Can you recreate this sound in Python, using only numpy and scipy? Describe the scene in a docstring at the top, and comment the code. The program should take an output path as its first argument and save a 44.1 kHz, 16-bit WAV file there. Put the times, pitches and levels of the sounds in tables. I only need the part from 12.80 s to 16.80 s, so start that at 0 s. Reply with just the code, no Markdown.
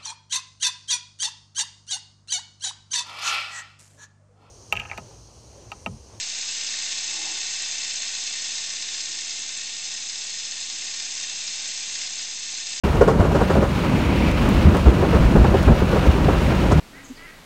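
"""A raised snow plow clunks in its mount as a pickup truck drives over cracked, wet winter asphalt.
Each clunk is a burst of tiny metal hits that make the plow ring. Heard at the open side window,
the tyres and engine rumble, the cab booms, and air and spray hiss along the body.
Gusts buffet the microphone, and a few drops of slush tick against the truck."""
import sys
import numpy as np
from scipy import signal
from scipy.fft import rfft, irfft
from scipy.io import wavfile
from scipy.ndimage import uniform_filter1d

SR = 44100
rng = np.random.default_rng(int(sys.argv[2]) if len(sys.argv) > 2 else 0)


def waveform_to_disk(signal):
    """Save audio, clipped to [-1, 1], as 16-bit WAV at the path in sys.argv[1]."""
    frames = np.transpose(np.atleast_2d(signal))
    scaled = np.clip(frames, -1, 1) * 32767
    samples = np.round(scaled).astype(np.int16)
    wavfile.write(sys.argv[1], SR, samples)


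N = 176400
T = np.arange(N) / SR


def from_db(db):
    """Turn decibels into a factor to multiply by."""
    return 10 ** (np.asarray(db) / 20)


def rms_one(x):
    """Scale a signal so that its average strength (rms) is 1."""
    return x / np.sqrt(np.mean(x ** 2) + 1e-20)


def level(rows):
    """A volume curve through (time [s], level [dB]) points."""
    return from_db(np.interp(T, *np.transpose(rows)))


def drift(hz):
    """A smooth random wobble of size about 1; more hz makes it quicker."""
    r = np.exp(-80 * np.pi * hz / SR)
    slow = signal.lfilter([1], [1, -2 * r, r * r], rng.standard_normal(N // 40 + 2002))[2000:]
    return np.interp(np.arange(N) / 40, np.arange(len(slow)), rms_one(slow))


def ring(x, hz, ring_s):
    """Let x set off one ringing note, which fades by 60 dB in ring_s."""
    r, w = from_db(-60 / (ring_s * SR)), 2 * np.pi * hz / SR
    return signal.lfilter([0, np.sin(w)], [1, -2 * r * np.cos(w), r * r], x + 1e-18)


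def colour(x, spectrum):
    """Shape bass and treble by (frequency [Hz], level [dB]) points; strength 1."""
    hz, db = np.transpose(spectrum)
    f = np.log(np.maximum(np.arange(N // 2 + 1) * SR / N, 1))
    outside = np.maximum(np.log(hz[0]) - f, 0) + np.maximum(f - np.log(hz[-1]), 0)
    gain = from_db(np.interp(f, np.log(hz), db) - 20 * outside)
    return rms_one(irfft(rfft(x) * gain, N))


def noise(spectrum):
    """Noise with the given tone colour."""
    return colour(rng.standard_normal(N), spectrum)


def evened(x, span_s):
    """Even out swells in a noise that last longer than span_s."""
    return x / np.sqrt(uniform_filter1d(x * x, max(int(span_s * SR), 2)) + 1e-9)


def clicks(per_s, spread_db):
    """Tiny hits at random times, of uneven strength."""
    hits = (rng.random(N) < per_s / SR) * rng.choice([-1, 1], N)
    return hits * from_db(spread_db * np.minimum(rng.exponential(1, N), 4))


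def road_spray():
    """The wet road hisses and throws up fine grit; the tyres sizzle more for a while."""
    # tone colour of the spray and of the sizzle: (frequency [Hz], level [dB])
    spray_colour = [(1500,-29),(3000,-4),(4300,4.5),(5000,-3),(7000,2.5),(7600,-3.5),(9000,-0.5),(10000,-7),(10450,-18),(11200,-4),(16000,-29)]
    sizzle_colour = [(1500,-18),(2000,6),(2350,8),(2850,2.5),(3200,-4),(5800,-15),(8000,-31)]
    # the sizzle swells and fades: (time [s], level [dB])
    sizzle_level = [(.8,-55),(1.03,-42),(1.48,-32.5),(1.85,-54),(2.15,-65)]
    spray = from_db(-48.5 + 0.91 * drift(8.8)) * noise(spray_colour)
    sizzle = level(sizzle_level) * noise(sizzle_colour)
    grit = colour(clicks(per_s=87, spread_db=2.0), [(2500, -15), (6000, 7), (16000, 0)])
    return spray + sizzle + from_db(-61) * grit


def slush_drops():
    """Drops of slush tick on the truck, each a tiny burst of noise."""
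    # the drops: (time [s], peak level [dB], pitch [Hz])
    drops = [(.6192,-30,7450),(1.5151,-29,6000),(1.690,-27,7000),(1.701,-32,12000),(1.946,-38,12000),(1.969,-27,7950),(2.795,-35,8000),(2.829,-27,5500),(2.995,-33,14000)]
    out, decay_s = np.zeros(N), .0014
    for s, db, hz in drops:
        fade = (T >= s) * np.exp(-np.minimum(np.abs(T - s) / decay_s, 20))
        band = signal.butter(1, [.75 * hz, min(1.3 * hz, .45 * SR)], "band", fs=SR, output="sos")
        tick = signal.sosfilt(band, rng.standard_normal(N) * fade)
        out += from_db(db) * tick / np.abs(tick).max()
    return out


def window_air():
    """Air hisses and flutters past the window."""
    # tone colour of the air: (frequency [Hz], level [dB])
    hiss_colour = [(700,-4),(1300,6.5),(1900,1),(2400,3),(2850,2.5),(3200,-2),(4200,-6),(4900,-10),(5500,-10.5),(7000,-17.5),(9000,-22),(10500,-24.5),(11500,-24.5),(16000,-23.5)]
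    # its loudness: (time [s], level [dB])
    hiss_level = [(0,-31),(.2,-35.5),(.34,-38),(.48,-37),(.64,-33),(.85,-35),(1.02,-33),(1.3,-33),(1.48,-33),(1.8,-30.5),(2.05,-33.5),(2.6,-33),(3.08,-33),(3.2,-30.5),(3.45,-32.5),(3.7,-31.5),(4,-32)]
    flutter = from_db(1.23 * drift(36) + 0.52 * drift(130))
    return level(hiss_level) * noise(hiss_colour) * flutter


def engine():
    """The turning engine hums one low, slightly unsteady note."""
    # the hum: (waves per engine turn [count], level [dB])
    hum = [(3,-29.5)]
    out, turns_per_s = np.zeros(N), 24.67
    turns = np.cumsum(turns_per_s * (1 + 0.01187 * drift(3.2))) / SR
    for waves, db in hum:
        gain = from_db(db + 2.6 * drift(2.5))
        out += gain * np.sqrt(2) * np.sin(2 * np.pi * (waves * turns + rng.random()))
    return out


def cab_boom():
    """The cab booms with a deep, hollow noise."""
    # tone colour of the boom: (frequency [Hz], level [dB])
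    boom_colour = [(120,-29),(165,-7),(198,1.5),(235,-3),(310,-9),(420,-27)]
    # its loudness: (time [s], level [dB])
    boom_level = [(0,-29),(.75,-24),(.95,-29.5),(1.25,-24),(1.7,-22),(2.1,-28),(3.0,-26),(4,-31.5)]
    return level(boom_level) * evened(noise(boom_colour), span_s=0.11)


def tyres():
    """The tyres rumble over the road, and their tread sings faintly."""
    # tone colour of the rumble: (frequency [Hz], level [dB])
    rumble_colour = [(22,-32),(30,-24),(40,-3.5),(68,-0.5),(105,-7),(150,-4.5),(195,-7.5),(260,-14),(330,-11),(420,-17),(560,-17),(700,-22),(950,-23),(1300,-28),(2000,-36.5),(4000,-66)]
    # its loudness: (time [s], level [dB])
    rumble_level = [(0,-16.5),(.7,-20.5),(.87,-21),(1.15,-19.5),(1.6,-18),(2.1,-18.5),(2.7,-16),(3.03,-20),(3.4,-17),(4,-17.5)]
    # notes of the tread: (pitch [Hz], pitch spread [Hz], level [dB])
    tread_notes = [(578,75,-39),(766,63,-48),(964,31,-40.5)]
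    out = level(rumble_level) * evened(noise(rumble_colour), span_s=0.043) * from_db(drift(36))
    for hz, spread, db in tread_notes:
        ring_s = np.log(1000) / np.pi / spread  # a purer note rings longer
        out += from_db(db) * rms_one(ring(rng.standard_normal(N), hz, ring_s))
    return out


def wind_gusts():
    """Each gust rolls a few uneven swirls of air over the microphone, with finer churning on top."""
    # the gusts: (time [s], relative level [dB], length [s], swirl rate [Hz])
    gusts = [(0.393,-5,0.024,75.1),(0.734,-15,0.032,70),(0.766,-12.5,0.037,200.9),(1.11,-15,0.049,191.3),(1.742,-16,0.057,55),(1.847,-6.5,0.058,70),(1.922,-13,0.033,75),(2.06,-2,0.044,72),(2.342,-6.5,0.035,80),(2.402,-10,0.082,58),(2.539,-9,0.03,159.8),(2.564,-6,0.073,58),
             (2.685,-10,0.02,70),(2.868,-7,0.051,72.92),(2.889,-7,0.052,62),(3.009,-13.5,0.038,81),(3.265,-7.5,0.049,74),(3.446,-13,0.048,150),(3.718,-14,0.047,63),(3.913,-15,0.092,135)]
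    # tone colour of the churning air: (frequency [Hz], level [dB])
    churn_colour = [(28,-22),(50,-10),(90,-2),(140,0),(260,-2.5),(500,-19.5),(1500,-35)]
    out, edge_s = np.zeros(N), 0.0092
    churn = from_db(-7) * evened(noise(churn_colour), span_s=0.073)
    wander = np.exp(.22 * drift(48.6))
    for s, db, length, hz in gusts:
        rise = np.clip((T - s) / edge_s, 0, 1)
        fall = np.clip((s + length - T) / (2 * edge_s) + 0.25, 0, 1)
        swirls = np.sqrt(2) * np.sin(2 * np.pi * (np.cumsum(hz * wander) / SR + rng.random()))
        out += from_db(db - 2.5) * rise * fall * (swirls + churn)
    return out


def plow_clunks():
    """Each clunk is a fading chatter of hits that rings the frame, over one hollow note of the blade."""
    # the clunks: (time [s], relative level [dB], decay [s], blade pitch [Hz],
    # blade weight [dB], clatter weight [dB])
    clunks = [(.144,-24.5,0.011,452,2,-18),(0.207,-6.5,0.011,479,1.5,-28),(.273,-11,0.031,448,-1.5,-26),(0.393,-16,0.049,438,-7,-27),(.442,-27,.016,557,2,-20),(0.509,-22,0.011,413,-7,-26),(0.543,-13,0.024,378.5,-4.5,-27),(.603,-14,0.022,500,-16,-31),
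              (0.696,-14,0.019,390,-21,-26),(0.749,-15.5,0.037,558,-2,-33),(.818,-15,0.025,572,-18,-28),(1.94,-16.5,0.023,392,-1,-26),(2.057,-16.5,0.012,395,-1,-41),(2.116,-25,0.014,467,3,-38),(2.22,-15.5,0.038,373,-6,-40),
              (2.325,-14.5,0.03,525,-12,-38),(2.427,-28,0.0079,500,4,-30),(2.551,-11.5,0.013,355,1.5,-39),(2.636,-15,0.014,376,-3,-28),(2.736,-13,0.0087,377,3.5,-43),(2.87,-16,0.046,475,-19,-36),(2.911,-24,0.021,398,-6,-36),
              (3.015,-16.5,0.005,405,1,-37),(3.120,-18.5,0.028,483,-1,-33),(3.157,-16,0.015,350,-9,-30),(3.251,-17.5,0.011,505,0,-27),(3.346,-27,0.01,387,10,-34),(3.480,-13,0.014,528,-3.5,-41),(3.911,-12,0.01,667,-6.5,-20.5)]
    # clear notes of the frame: (pitch [Hz], relative level [dB], ring time [s])
    frame_notes = [(359,-5,0.027),(407.4,12.5,0.043),(544,1.5,0.18),(639,-7.5,0.12),(796.5,1,0.11),(930,-2,0.14),(1093,-1.5,0.085),(1287,-4.5,0.072),(1425,-3,0.2),(1632,-10.5,0.077),(1770,-21.5,0.075)]
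    # tone colour of the frame's dense ringing and of metal on metal: (frequency [Hz], level [dB])
    frame_colour = [(100,-13),(200,-8.5),(400,8.5),(600,8),(900,0),(1450,-5),(2000,-17),(3500,-27),(6000,-37)]
    clatter_colour = [(1500,3),(3000,-11),(5000,-6),(7500,-6),(10000,-22),(16000,-34)]
    out, rise_s = np.zeros(N), 0.0067
    frame = from_db(-4.5) * evened(noise(frame_colour), span_s=0.016)
    clatter = noise(clatter_colour)
    hits_per_note = [clicks(per_s=1500, spread_db=1.0) for _ in frame_notes]
    for s, db, decay, blade_hz, blade_db, clatter_db in clunks:
        part = slice(int(s * SR), int(s * SR) + SR // 4)
        t = T[part] - T[part][0]
        # the force rises, holds briefly, then dies away
        force = np.minimum(t / rise_s, 1) * np.exp(-np.maximum(t - 2 * rise_s, 0) / decay)
        notes = sum(from_db(note_db) * rms_one(ring(hits[part] * force ** 3, hz, ring_s))
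                    for hits, (hz, note_db, ring_s) in zip(hits_per_note, frame_notes))
        notes = from_db(-5.5) * rms_one(notes) * np.sqrt(np.mean(force ** 2))
        blade = from_db(blade_db - 3.5) * np.sqrt(2) * np.sin(2 * np.pi * (blade_hz * t + rng.random()))
        knock = force * (blade + frame[part] + from_db(clatter_db) * clatter[part])
        out[part] += from_db(db) * (notes + knock)
    return out


def scene():
    """Add all the sounds into one channel."""
    background = road_spray() + slush_drops() + window_air() + engine() + cab_boom() + tyres()
    return (background + wind_gusts() + plow_clunks())[None]


def record(dry):
    """Start and stop the sound abruptly, round off its tallest peaks and cut the highest treble."""
    start_s, fade_s, cutoff_hz = .035, .004, 15800
    x = dry * np.clip(np.minimum(T - start_s, T[-1] - T) / fade_s, 0, 1)
    rounded = x / (1 + x ** 6) ** (1 / 6)
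    return signal.sosfilt(signal.ellip(12, .1, 90, cutoff_hz, fs=SR, output="sos"), rounded)


dry = scene()
out = record(dry)
waveform_to_disk(out)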